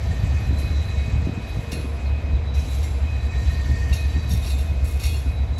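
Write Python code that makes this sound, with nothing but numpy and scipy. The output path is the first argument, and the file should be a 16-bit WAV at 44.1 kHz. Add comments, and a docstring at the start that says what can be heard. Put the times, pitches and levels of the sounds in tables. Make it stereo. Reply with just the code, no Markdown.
"""Slow freight train

Diesel locomotives haul a freight train slowly past a concrete grain elevator, heard across an open yard.
Their idling engines, made of sine waves and puffing noise, beat in a deep throb; short booms thump on top.
Wheels roar and rub as bands of noise and sing as wavering tones. Steel scrapes and knocks make wheels and
loose parts ring, and a small bird calls three times in gliding whistles."""
import sys
import numpy as np
from scipy import signal
from scipy.fft import rfft, irfft, next_fast_len
from scipy.io import wavfile

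SR = 44100
rng = np.random.default_rng(int(sys.argv[2]) if len(sys.argv) > 2 else 0)


def bounce(signal):
    """Save signal as a 16-bit WAV file at the path given by the first command-line argument."""
    frames = np.transpose(np.atleast_2d(signal))
    limited = np.clip(frames, -1, 1)
    pcm = np.round(limited * 32767).astype(np.int16)
    wavfile.write(sys.argv[1], SR, pcm)


N = 246519


def from_db(db):
    """Decibels to gain."""
    return 10 ** (np.asarray(db) / 20)


def rms_one(x):
    """Scale to rms 1."""
    return x / np.sqrt(np.mean(x ** 2) + 1e-20)


def seconds():
    """The time of every sample."""
    return np.arange(N) / SR


def in_time(rows):
    """Join the points of a table with straight lines: one curve for each column after the times."""
    s, *columns = np.transpose(rows)
    return [np.interp(seconds(), s, column) for column in columns]


def at_hz(points, hz):
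    """Read a table of pitches and values, on a log-frequency axis."""
    table_hz, values = np.transpose(points)
    return np.interp(np.log(hz), np.log(table_hz), values)


def pan(left_db):
    """Gains of the two channels; the left is this many dB above the right."""
    return from_db(np.array([[left_db], [-left_db]]) / 2)


def drift(rate):
    """Slow random wandering with spread 1; a higher rate (Hz) wanders faster."""
    step = 40  # samples between the computed points
    r = np.exp(-2 * np.pi * rate * step / SR)
    noise = rng.standard_normal(N // step + 2002)
    slow = signal.lfilter([1], [1, -2 * r, r * r], noise)[2000:]  # skip the filter's start
    return np.interp(np.arange(N) / step, np.arange(len(slow)), rms_one(slow))


def wavering(angle, width_hz):
    """A tone whose strength and phase wander at random, which widens its pitch."""
    return drift(width_hz) * np.cos(angle) + drift(width_hz) * np.sin(angle)


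def swell(start, rise, hold, t60):
    """Gain that rises to 1, holds, then falls by 60 dB in every t60 seconds."""
    age = seconds() - start
    fading = np.maximum(age - rise - hold, 0)
    return np.clip(age / rise, 0, 1) * from_db(-60 * fading / t60)


def ring(drive, hz, t60):
    """A resonance: a unit click sets a sine of height 1 ringing, which then dies away."""
    r, w = from_db(-60 / (t60 * SR)), 2 * np.pi * hz / SR
    return signal.lfilter([0, np.sin(w)], [1, -2 * r * np.cos(w), r * r], drive + 1e-18)


# how alike left and right are at each pitch: (f/Hz, likeness from 0 to 1)
LIKENESS_BY_PITCH = [(60, .85), (130, .8), (250, .62), (450, .33), (700, .48), (900, .12), (1500, .1),
                     (1850, .55), (2450, .75), (2950, .3), (3370, .3), (3650, .75), (4100, .85),
                     (4600, .25), (5700, .6), (7200, .92), (15000, .92)]
# which side is louder at each pitch: (f/Hz, left minus right level/dB)
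LEFT_LEAN_BY_PITCH = [(300, .8), (520, 3.1), (1550, 3.2), (1850, .7), (2500, .2), (3200, 3), (3700, -.6),
                      (4100, -.4), (4700, 3.8), (5800, 2.6), (7300, .6), (9000, .1)]


def spread(mid, side, hz):
    """Mix two unrelated signals into a stereo pair, as alike and as lopsided as the yard leaves this pitch."""
    alike = np.clip(at_hz(LIKENESS_BY_PITCH, hz), -1, 1)
    shared = np.sqrt((1 + alike) / 2) * mid
    opposed = np.sqrt((1 - alike) / 2) * side * np.array([[1], [-1]])
    return (shared + opposed) * pan(at_hz(LEFT_LEAN_BY_PITCH, hz))


def banded_noise(spectrum, patchy_db):
    """Third-octave bands of stereo noise, each with its own level and flicker; rms 1."""
    edges = 20 * 2 ** (np.arange(30) / 3)
    out, white = 0, rng.standard_normal((2, 2, N))
    for k, (low, high) in enumerate(zip(edges, edges[1:])):
        if high > spectrum[0][0] and low < spectrum[-1][0]:
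            band = signal.butter(2, [low, high], "band", fs=SR, output="sos")
            mid, side = signal.sosfilt(band, white[k % 2])  # neighbours use unrelated noise
            hz = np.sqrt(low * high)
            level = from_db(at_hz(spectrum, hz) + patchy_db * drift(15.7))
            out = out + level * spread(mid, side, hz)
    return rms_one(out)


def tones(modes, waver):
    """Sum of tones, each a steady line plus a wavering part, scattered differently to each side."""
    out = 0
    for hz, db, width_hz in modes:
        angle = 2 * np.pi * hz * seconds()
        mid = np.sqrt(2) * np.cos(angle) + waver * wavering(angle, width_hz)
        side = wavering(angle, width_hz)
        out = out + from_db(db) * spread(rms_one(mid), side, hz)
    return out


def driven(force, hz, t60):
    """Rough contact, as noise, shakes a resonance on either side; it gets as much power as the force has."""
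    rung = rms_one(ring(force * rng.standard_normal((2, N)), hz, t60))
    return np.sqrt(np.mean(force ** 2)) * spread(*rung, hz)


def struck(s, rise, hz, t60):
    """A resonance starts as a clean sine and dies away."""
    angle = 2 * np.pi * hz * (seconds() - s)
    return np.sqrt(2) * swell(s, rise, 0, t60) * spread(np.sin(angle), np.cos(angle), hz)


# one dip of the engines' bass: (t/s, fall/s, hold/s, recovery/s, depth/dB)
BASS_DIP_SHAPE = (1.11, 0.2, 0.17, 0.64, 17)


def bass_dip():
    """The bass sinks once and recovers: how many dB it is down."""
    *times, depth_db = BASS_DIP_SHAPE
    return depth_db * np.interp(seconds(), np.cumsum(times), [0, 1, 1, 0])


EVEN_FIRING_HZ, EVEN_START_S = 71.0, -.0006
LOPING_FIRING_HZ, LOPING_START_S, CYLINDERS = 70.95, .0985, 16


def even_firing():
    """Angle of the even engine's firing, one full turn for each firing."""
    return 2 * np.pi * EVEN_FIRING_HZ * (seconds() - EVEN_START_S)


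# one engine draws away as the other comes nearer, before dip and throbs:
# (t/s, even engine level/dB, loping engine level/dB)
ENGINE_LEVELS = [(0, -21.5, -42), (1.1, -22.5, -36), (2.2, -25, -30), (3.1, -27, -26.5),
                 (5.59, -30.5, -24.5)]
# tones of the loping engine: (multiple of the crank rate, level/dB)
LOPING_TONES = [(11, -14), (12, -14), (13, -10), (15, 0), (17, -3.5), (18, -13), (24, -13)]


def engine_notes():
    """One engine fires evenly; the other's unequal cylinders sound crank multiples around its firing rate."""
    even_db, loping_db = in_time(ENGINE_LEVELS)
    dip_db, unsteady_db = bass_dip(), 1.47
    even = from_db(even_db - dip_db + unsteady_db * drift(1.7)) * np.cos(even_firing())
    crank = 2 * np.pi * LOPING_FIRING_HZ / CYLINDERS * (seconds() - LOPING_START_S)
    loping = 0
    for k, db in LOPING_TONES:
        loping = loping + from_db(db + unsteady_db * drift(4.1)) * np.cos(k * crank)
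    loping = from_db(loping_db - dip_db) * loping
    return np.sqrt(2) * (even + loping) * pan(0.78)


# tone colour of the exhaust noise: (f/Hz, relative level/dB per Hz)
EXHAUST_SPECTRUM = [(22, -33), (35, -19), (52, -0.5), (85, -0.5), (115, -6), (170, -23), (280, -28.5),
                    (500, -51.5)]
# ups and downs of the exhaust rumble, before the lift below: (t/s, level/dB)
RUMBLE_LEVELS = [(0, -29), (.7, -28), (.95, -32.5), (1.13, -28.5), (1.5, -31.5), (2.1, -35), (2.35, -30),
                 (3.1, -34), (3.5, -29), (5.59, -34)]


def exhaust(lift_db=4.5, puff=0.28, dip_share=0.1):
    """Exhaust gas rumbles as noise in puffs, one for each firing of the even engine."""
    rumble_db, = in_time(RUMBLE_LEVELS)
    level = from_db(rumble_db + lift_db - dip_share * bass_dip())
    return level * banded_noise(EXHAUST_SPECTRUM, patchy_db=-0.5) * (1 + puff * np.cos(even_firing()))


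# the strongest throbs: (t/s, gain/dB)
THROB_GAINS = [(.11, 5.5), (0.24, 8.5), (.35, 1), (0.487, 6), (.64, 1), (0.814, -1.5), (0.977, 5.5),
               (1.134, 9.5), (2.105, 5), (2.33, 7), (2.8, 0.5), (3.24, 2), (3.6, 2.5), (3.478, 4),
               (3.715, 1.5), (3.91, 8.5), (4.193, 4), (4.33, 4), (4.525, 3), (4.825, 2.5)]


def engines(throb_s=0.0077):
    """Two engines of nearly equal speed beat together; short bell-shaped throbs shape notes and exhaust."""
    throb_db = 0
    for s, db in THROB_GAINS:
        throb_db = throb_db + db * np.exp(-.5 * ((seconds() - s) / throb_s) ** 2)
    return (engine_notes() + exhaust()) * from_db(throb_db)


# tone colour of the rolling wheels: (f/Hz, relative level/dB per Hz)
ROLLING_SPECTRUM = [(120, -90), (200, 5), (282, -4), (647, -6.5), (721, -8), (849, -10.5), (2090, -17),
                    (2290, -15.5), (2600, -7), (2800, -23.5), (4010, -21.5), (7550, -43), (9050, -42),
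                    (10600, -65), (15000, -85)]
ROLL_START_DB, ROLL_FADE_DB_PER_S = -37, 0.51


def rolling():
    """Wheels roar on the rail as noise that fades steadily as the locomotives move on."""
    level = from_db(ROLL_START_DB - ROLL_FADE_DB_PER_S * seconds())
    return level * banded_noise(ROLLING_SPECTRUM, patchy_db=1.4)


# flanges (wheel rims) rub on the rail, levels before the later trims:
# (t/s, rise/s, hold/s, hiss level/dB, drive of the low wheel tones level/dB)
FLANGE_RUBS = [(-.05, 0.081, 0.42, -47, -46), (0.55, 0.055, 0.5, -47.5, -49.5),
               (1.195, 0.35, 0.2, -48, -53), (2.535, 0.011, 0.25, -45, -63),
               (2.98, 0.49, 0.52, -45.5, -43.8), (4.302, 0.16, 0.75, -51.5, -89), (3.58, .2, .08, -60, -45),
               (3.99, 0.063, 0.21, -51, -46.5)]
HISS_T60_S, HISS_REST_DB = 2.7, -61
LOW_T60_S, LOW_REST_DB = .7, -61.5


def friction():
    """How strongly the rubbing flanges hiss, and how hard they drive the low wheel tones; powers add."""
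    hiss, low = from_db(HISS_REST_DB) ** 2, from_db(LOW_REST_DB) ** 2
    for s, rise, hold, hiss_db, low_db in FLANGE_RUBS:
        hiss = hiss + (from_db(hiss_db) * swell(s, rise, hold, HISS_T60_S)) ** 2
        low = low + (from_db(low_db) * swell(s, rise, hold, LOW_T60_S)) ** 2
    return np.sqrt(hiss), np.sqrt(low)


# tone colour of the rubbing: (f/Hz, relative level/dB per Hz)
RUBBING_SPECTRUM = [(1400, -19), (1900, 1), (2700, 5.5), (3300, 1.5), (4300, 4.5), (5000, -4), (6000, 1),
                    (7500, -2.5), (9000, -7.5), (11500, -6.5), (15500, -63)]


def rubbing(trim_db=-1.5):
    """Flanges rubbing on the rail hiss as patchy noise."""
    hiss, _ = friction()
    return from_db(trim_db) * hiss * banded_noise(RUBBING_SPECTRUM, patchy_db=2.5)


# how much and how fast friction roughens the singing
ROUGH_DB, ROUGH_RATE_HZ = 2.2, 55
# low tones of the wheels: (f/Hz, relative level/dB, width/Hz)
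LOW_WHEEL_TONES = [(1769, -9, 16), (1828, -9, 45), (1846, -3, 14), (2218, -13, 24), (4580, -12, 80),
                   (5750, -19, 90), (6180, -19, 70), (7480, -21, 130)]


def low_singing(trim_db=-1.0):
    """Friction keeps the low wheel resonances sounding, with a rough level."""
    _, drive = friction()
    rough = from_db(trim_db + ROUGH_DB * drift(ROUGH_RATE_HZ))
    return rough * drive * tones(LOW_WHEEL_TONES, waver=1.0)


# the main tone of the wheels: (f/Hz, relative level/dB, width/Hz)
MAIN_WHEEL_TONE = [(2517, 0, 9)]
# swells of the main tone, before flutter: (t/s, half length/s, level/dB)
MAIN_SWELLS = [(.16, .05, -54), (0.414, 0.14, -46), (.66, 0.038, -45), (0.954, 0.2, -49),
               (1.225, 0.31, -50.5), (1.542, 0.23, -52), (1.748, 0.077, -45), (2.005, 0.021, -44.5),
               (2.154, 0.059, -45), (2.323, 0.062, -46.5), (2.6, 0.03, -46), (3.123, 0.053, -43),
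               (3.316, 0.038, -44.5), (3.537, 0.041, -46), (3.777, 0.078, -49), (3.99, 0.058, -42.5),
               (4.203, 0.052, -45), (4.458, 0.14, -48), (4.688, 0.027, -45), (4.846, 0.076, -47),
               (5.08, 0.066, -42), (5.304, 0.039, -47.5)]
SWELL_REST_DB = -59
FLUTTER_DB, FLUTTER_RATE_HZ = 3.0, 16


def main_singing():
    """Friction makes the main wheel resonance sing in swells, with a fluttering, rough level."""
    power = from_db(SWELL_REST_DB) ** 2
    for s, half, db in MAIN_SWELLS:
        power = power + from_db(db) ** 2 * np.exp(-((seconds() - s) / half) ** 2)
    flutter_db = FLUTTER_DB * np.tanh(drift(FLUTTER_RATE_HZ))  # tanh limits the swing
    rough_db = ROUGH_DB * drift(ROUGH_RATE_HZ)
    return np.sqrt(power) * from_db(flutter_db + rough_db) * tones(MAIN_WHEEL_TONE, waver=0.053)


# whine of the machinery: (f/Hz, level/dB, width/Hz)
MACHINERY_TONES = [(468.6, -51.5, 4.7), (667.4, -50, 66), (979, -58, 5), (1052, -59.5, 4.9),
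                   (1470, -63.5, 7.9), (2156, -60, 11.4), (3921, -61, 14)]


def whine():
    """The locomotives' machinery whines in wavering tones throughout."""
    return tones(MACHINERY_TONES, waver=2.7)


# thin squeals: (t/s, hold/s, starting f/Hz, glide/Hz per s, level/dB)
SQUEAL_TONES = [(0.025, 0.06, 3985, -7, -51.5), (.41, 0.12, 4005, 0, -51.5), (0.54, 0.3, 4000, -2.5, -47),
                (0.85, 0.66, 3921, 1, -55), (.6, .12, 2215, 0, -55), (.89, .17, 2215, 0, -51),
                (2.3, .1, 3915, 0, -56), (2.445, 0.2, 3915, 170, -49), (2.7, .17, 3960, -150, -55),
                (3.0, .13, 3975, 0, -55.5), (3.166, 0.22, 3930, 2, -50), (3.354, 0.12, 3985, 40, -48),
                (3.95, .59, 3920, -0.5, -49.5), (4.07, .11, 4600, 0, -54), (3.68, .16, 1846, 0, -48),
                (5.284, 0.05, 3910, 6, -51.5), (5.507, .05, 3940, 15, -48.5)]
SQUEAL_RISE_S, SQUEAL_T60_S = 0.05, 0.84
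SQUEAL_WIDTH_HZ, SQUEAL_WAVER = 60, .5


def squeals():
    """A slipping wheel holds one thin, wavering tone whose pitch may creep up or down."""
    out = 0
    for s, hold, start_hz, glide, db in SQUEAL_TONES:
        hz = start_hz + glide * np.clip(seconds() - s, 0, SQUEAL_RISE_S + hold)
        angle = 2 * np.pi * np.cumsum(hz) / SR
        mid = np.cos(angle) + SQUEAL_WAVER * wavering(angle, SQUEAL_WIDTH_HZ)
        side = wavering(angle, SQUEAL_WIDTH_HZ)
        tone = spread(rms_one(mid), side, start_hz)
        out = out + from_db(db) * swell(s, SQUEAL_RISE_S, hold, SQUEAL_T60_S) * tone
    return out


# low thumps: (t/s, strength level/dB, tilt toward the upper boom tones/dB)
THUMP_BLOWS = [(0.088, -17, -20), (0.23, -32.5, 4.5), (.34, -40, -17), (.507, -24.5, 5.5), (.632, -24, -4),
               (0.707, -28.5, 2), (1.079, -17, -11), (1.156, -10.5, -14), (1.199, -25, -1),
               (1.27, -22.5, 5), (1.328, -23, -6), (1.374, -25, 1), (1.569, -13.5, -13.5), (1.728, -24, -1),
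               (1.774, -43, 15), (1.844, -31.5, 9.5), (2.282, -26, -6), (2.519, -37, 4), (2.622, -33, 1),
               (3.4, -35, -1), (3.498, -25.5, -7.5), (3.694, -22, -2), (3.823, -31, -18),
               (4.162, -16.5, -4), (4.311, -14.5, -13), (4.714, -29, -1.5), (5.259, -33, 5),
               (5.521, -32.5, 0)]
# the short boom of each thump: (f/Hz, relative level/dB, T60/s)
BOOM_TONES = [(97, -2, 0.075), (170, 2, 0.057), (261.6, -2.5, 0.055), (357, -5.5, 0.018)]


def thumps(lead_s=0.0032, rebound_db=-1.5, rebound_s=0.01222):
    """Soft double blows, each with its own mix of boom resonances on either side; some reach higher."""
    s, strength, tilt = np.transpose(THUMP_BLOWS)
    first = np.round((s - lead_s) * SR).astype(int)  # clicks come a little before the listed time
    gap = rebound_s * SR * rng.uniform(0.564, 2.025, len(first))
    second = first + gap.astype(int)
    chance_db = rng.normal(0, 2.6, (len(first), len(BOOM_TONES), 2))
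    out = 0
    for k, (hz, db, t60) in enumerate(BOOM_TONES):
        clicks = np.zeros((2, N))
        # the tilt counts 0, 1/2, 1 and 3/2 times from the lowest tone to the highest
        clicks[:, first] = from_db(strength + tilt * k / 2 + chance_db[:, k].T + db)
        clicks[:, second] += from_db(rebound_db) * clicks[:, first]
        out = out + (-1) ** k * ring(clicks, hz, t60)
    dull = signal.butter(4, 470, fs=SR, output="sos")
    return signal.sosfilt(dull, out) * pan(.5)


SLIPS_PER_S, SLIP_T60_S, SLIP_SHARE = 150, 0.025, 0.42  # share of the power


def slips():
    """Steel sticks and slips: a gritty run of tiny strikes on a steady part; rms 1."""
    strikes = (rng.random(N) < SLIPS_PER_S / SR) * rng.uniform(.3, 1, N)
    decay = from_db(-120 / (SLIP_T60_S * SR))  # power, so twice the dB
    power = signal.lfilter([1], [1, -decay], strikes + 1e-18)
    share = np.clip(SLIP_SHARE, 0, 1)
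    return np.sqrt(1 - share + share * power / power.mean())


# steel scrapes: (t/s, drive level/dB, rise/s, hold/s, T60/s,
# low ringing level/dB, high ringing level/dB, clank level/dB), the last three relative
SCRAPE_BURSTS = [(0.581, -45.5, 0.0048, 0.01, 0.18, -12, -8, -2),
                 (1.715, -40.5, 0.0047, 0.013, 0.12, 6, 3.5, 4.5),
                 (2.543, -55, .002, 0.12, .44, -8, -3, -14), (2.644, -49, 0.071, 0.047, 0.39, -15, -13, -2),
                 (2.828, -49, .002, 0.018, 0.063, -7, 12, 3), (3.925, -41, 0.0072, 0.021, 0.21, 3, 3, 6),
                 (4.291, -43.5, 0.0029, 0.047, 0.47, -6, 0, 1.5),
                 (4.401, -41.5, 0.082, 0.029, 0.24, 2, 3, 1),
                 (4.577, -47.5, .004, 0.033, 0.27, 2.5, -5, -1), (4.843, -45.5, .002, 0.031, 1, 0, -14, -3),
                 (4.992, -43.5, .006, 0.082, 0.35, 0, 5, 4),
                 (5.033, -39.5, 0.0034, 0.014, 0.31, -1, 10, 4.5),
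                 (5.127, -45.5, 0.0049, 0.01, 0.14, 8, -12, -15),
                 (5.165, -50, 0.0022, 0.019, 0.15, 0, 0, -2), (5.578, -41, 0.0055, .02, .2, -11, -2, 1)]
# tone colour of the scraping grit: (f/Hz, relative level/dB per Hz)
SCRAPING_SPECTRUM = [(1500, -30), (2600, -27), (3900, -16), (5600, 1), (7700, 6), (9300, 7), (11000, -2),
                     (13000, 19), (15500, -12)]
# what a scraped wheel rings with: (f/Hz, relative level/dB, T60/s)
WHEEL_RING_TONES = [(2153, -18, .5), (2751, -11, .08), (3370, -23, .55), (3601, -18, .55), (3920, -15, .4),
                    (4134, -17, .35), (4317, -17, .3), (5518, -19, .14), (6142, -22, .16), (7380, -22, .5),
                    (10440, -22, .7), (11020, -20, .5), (11530, -21, .35)]
# damped clank of the bogie, the frame that holds the wheels: (f/Hz, relative level/dB, width/Hz)
BOGIE_CLANK_TONES = [(2170, -12, 130), (2760, -10.5, 130), (3740, -7.5, 170), (4330, -10, 130),
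                     (4640, -11, 140), (5550, -9, 130), (6120, -15, 120), (6500, -15.5, 130),
                     (6780, -16, 130), (7380, -14, 280), (8620, -10, 260), (9450, -8, 240),
                     (10450, -9.5, 140), (11050, -10.5, 140), (11520, -10, 120), (12120, -12, 130),
                     (12520, -14, 140)]
HIGH_RING_HZ = 7000  # high ringing starts here
GRIT_DB = -5


def scrapes(ring_db=2.0, tail_db=-12.5, tail_t60=1.0):
    """Steel slips on steel in gritty bursts that shake the bogie, ring the wheel and linger across the yard."""
    powers = []
    for s, db, rise, hold, t60, *_ in SCRAPE_BURSTS:
        age = seconds() - s
        after = np.maximum(age - rise - hold, 0)
        onset = from_db(db) * np.clip(age / rise, 0, 1)
        direct = from_db(-60 * after / t60)
        tail = from_db(tail_db - 60 * after / tail_t60)
        powers.append(onset ** 2 * (direct ** 2 + tail ** 2))
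    powers = np.array(powers)
    low_db, high_db, clank_db = np.transpose(SCRAPE_BURSTS)[-3:]
    grain = slips()
    grit = banded_noise(SCRAPING_SPECTRUM, patchy_db=-1.0)
    out = from_db(GRIT_DB) * np.sqrt(powers.sum(axis=0)) * grain * grit
    modes = []
    for hz, db, t60 in WHEEL_RING_TONES:
        modes.append((hz, db + ring_db + (low_db if hz < HIGH_RING_HZ else high_db), t60))
    for hz, db, width_hz in BOGIE_CLANK_TONES:
        t60 = np.log(1000) / (np.pi * width_hz)  # a wider resonance dies sooner
        modes.append((hz, db + clank_db * (hz < HIGH_RING_HZ), t60))
    for hz, db, t60 in modes:
        # every scrape drives each resonance with a strength of its own
        strength = from_db(db + rng.normal(0, 2, len(SCRAPE_BURSTS)))
        out = out + driven(np.sqrt(strength ** 2 @ powers) * grain, hz, t60)
    return out


# bird calls: (t/s, length/s, start f/Hz, middle f/Hz, end f/Hz, peak level/dB before panning)
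BIRD_CALLS = [(.715, .145, 3500, 3860, 3680, -45), (.945, .13, 3560, 3860, 3620, -45.5),
              (2.055, .042, 4420, 4180, 3650, -46.5)]


def bird():
    """Thin whistles, each a sine whose pitch curves smoothly through three points."""
    out = np.zeros(N)
    for s, length, start_hz, middle_hz, end_hz, db in BIRD_CALLS:
        along = np.clip((seconds() - s) / length, 0, 1)
        curve = np.polyfit([0, .5, 1], [start_hz, middle_hz, end_hz], 2)
        angle = 2 * np.pi * np.cumsum(np.polyval(curve, along)) / SR
        out += from_db(db) * np.sin(np.pi * along) * np.sin(angle)
    return out * pan(1.0)


# hard knocks, two pitches each: (t/s, chatter length before fading/s, level/dB, lower f/Hz, upper f/Hz,
# upper minus lower level/dB, ring T60/s); strike and chatter gains below are added to the level
KNOCK_HITS = [(1.719, .018, -44, 3720, 5600, -2, .07), (1.724, .016, -48, 2210, 4650, 4, .07),
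              (2.838, .022, -42.5, 2130, 5700, -5, .07), (3.925, .018, -35.5, 2750, 3850, -1, .07),
              (4.305, .018, -41, 3700, 5630, -4, .08), (4.312, .018, -46, 4520, 6520, 0, .08),
              (4.427, .018, -43, 3720, 7290, -8, .06), (4.467, .028, -45, 2730, 5570, -1, .08),
              (5.042, .02, -38.5, 2760, 3800, -5, .07), (5.037, .018, -39, 5480, 6800, -4, .06),
              (5.164, .008, -46, 5450, 7150, 0, .05)]
STRIKE_RISE_S, STRIKE_DB = .003, 2.5
CHATTER_T60_S, CHATTER_DB = .07, -6


def knocks():
    """A loose steel part is struck hard, then chatters for a moment, ringing at its own pitches."""
    out = 0
    for s, hold, db, lower_hz, upper_hz, upper_db, t60 in KNOCK_HITS:
        chatter = from_db(CHATTER_DB) * swell(s, hold / 2, hold / 2, CHATTER_T60_S)
        for hz, mode_db in (lower_hz, db), (upper_hz, db + upper_db):
            strike = from_db(STRIKE_DB) * struck(s, STRIKE_RISE_S, hz, t60)
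            out = out + from_db(mode_db) * (strike + driven(chatter, hz, t60))
    return out


# wheel tones that ring on: (t/s, rise/s, f/Hz, level/dB, T60/s)
LINGERING_TONES = [(1.72, .01, 10490, -54, .6), (2.83, .01, 10440, -55, .7), (3.93, .01, 11100, -47, .25),
                   (4.288, .005, 11480, -49, .35), (4.3, .008, 3605, -45.5, .45),
                   (4.42, .02, 3610, -52, .5), (4.57, .035, 3610, -49, .4), (5.045, .07, 3370, -43, .55),
                   (5.05, .035, 4317, -47, .55), (5.05, .02, 11010, -51, .6), (5.08, .04, 10440, -56, .9)]


def afterring():
    """After a hard scrape single wheel resonances sing on as clear tones."""
    out = 0
    for s, rise, hz, db, t60 in LINGERING_TONES:
        out = out + from_db(db) * struck(s, rise, hz, t60)
    return out


def scene():
    """The train and the bird."""
    train = engines() + rolling() + rubbing() + low_singing() + main_singing() + whine()
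    train = train + squeals() + thumps() + scrapes() + knocks() + afterring()
    return train + bird()


PORT_LAG_S, PORT_CORNER_HZ, CUTOFF_HZ = .000272, 7350, 15800


def record(dry):
    """The microphone drops the deepest bass, its left port hears the treble late, and the top is cut."""
    size = next_fast_len(N + SR // 10)
    above_corner = np.maximum(np.fft.rfftfreq(size, 1 / SR) - PORT_CORNER_HZ, 0)
    late = np.exp(-2j * np.pi * PORT_LAG_S * above_corner)
    left = irfft(rfft(dry[0], size) * late, size)[:N]
    bass_cut = signal.butter(6, 30, "high", fs=SR, output="sos")
    thin = signal.sosfilt(bass_cut, np.array([left, dry[1]]))
    top_cut = signal.ellip(10, .2, 80, CUTOFF_HZ, fs=SR, output="sos")
    return signal.sosfilt(top_cut, thin)


dry = scene()
out = record(dry)
bounce(out)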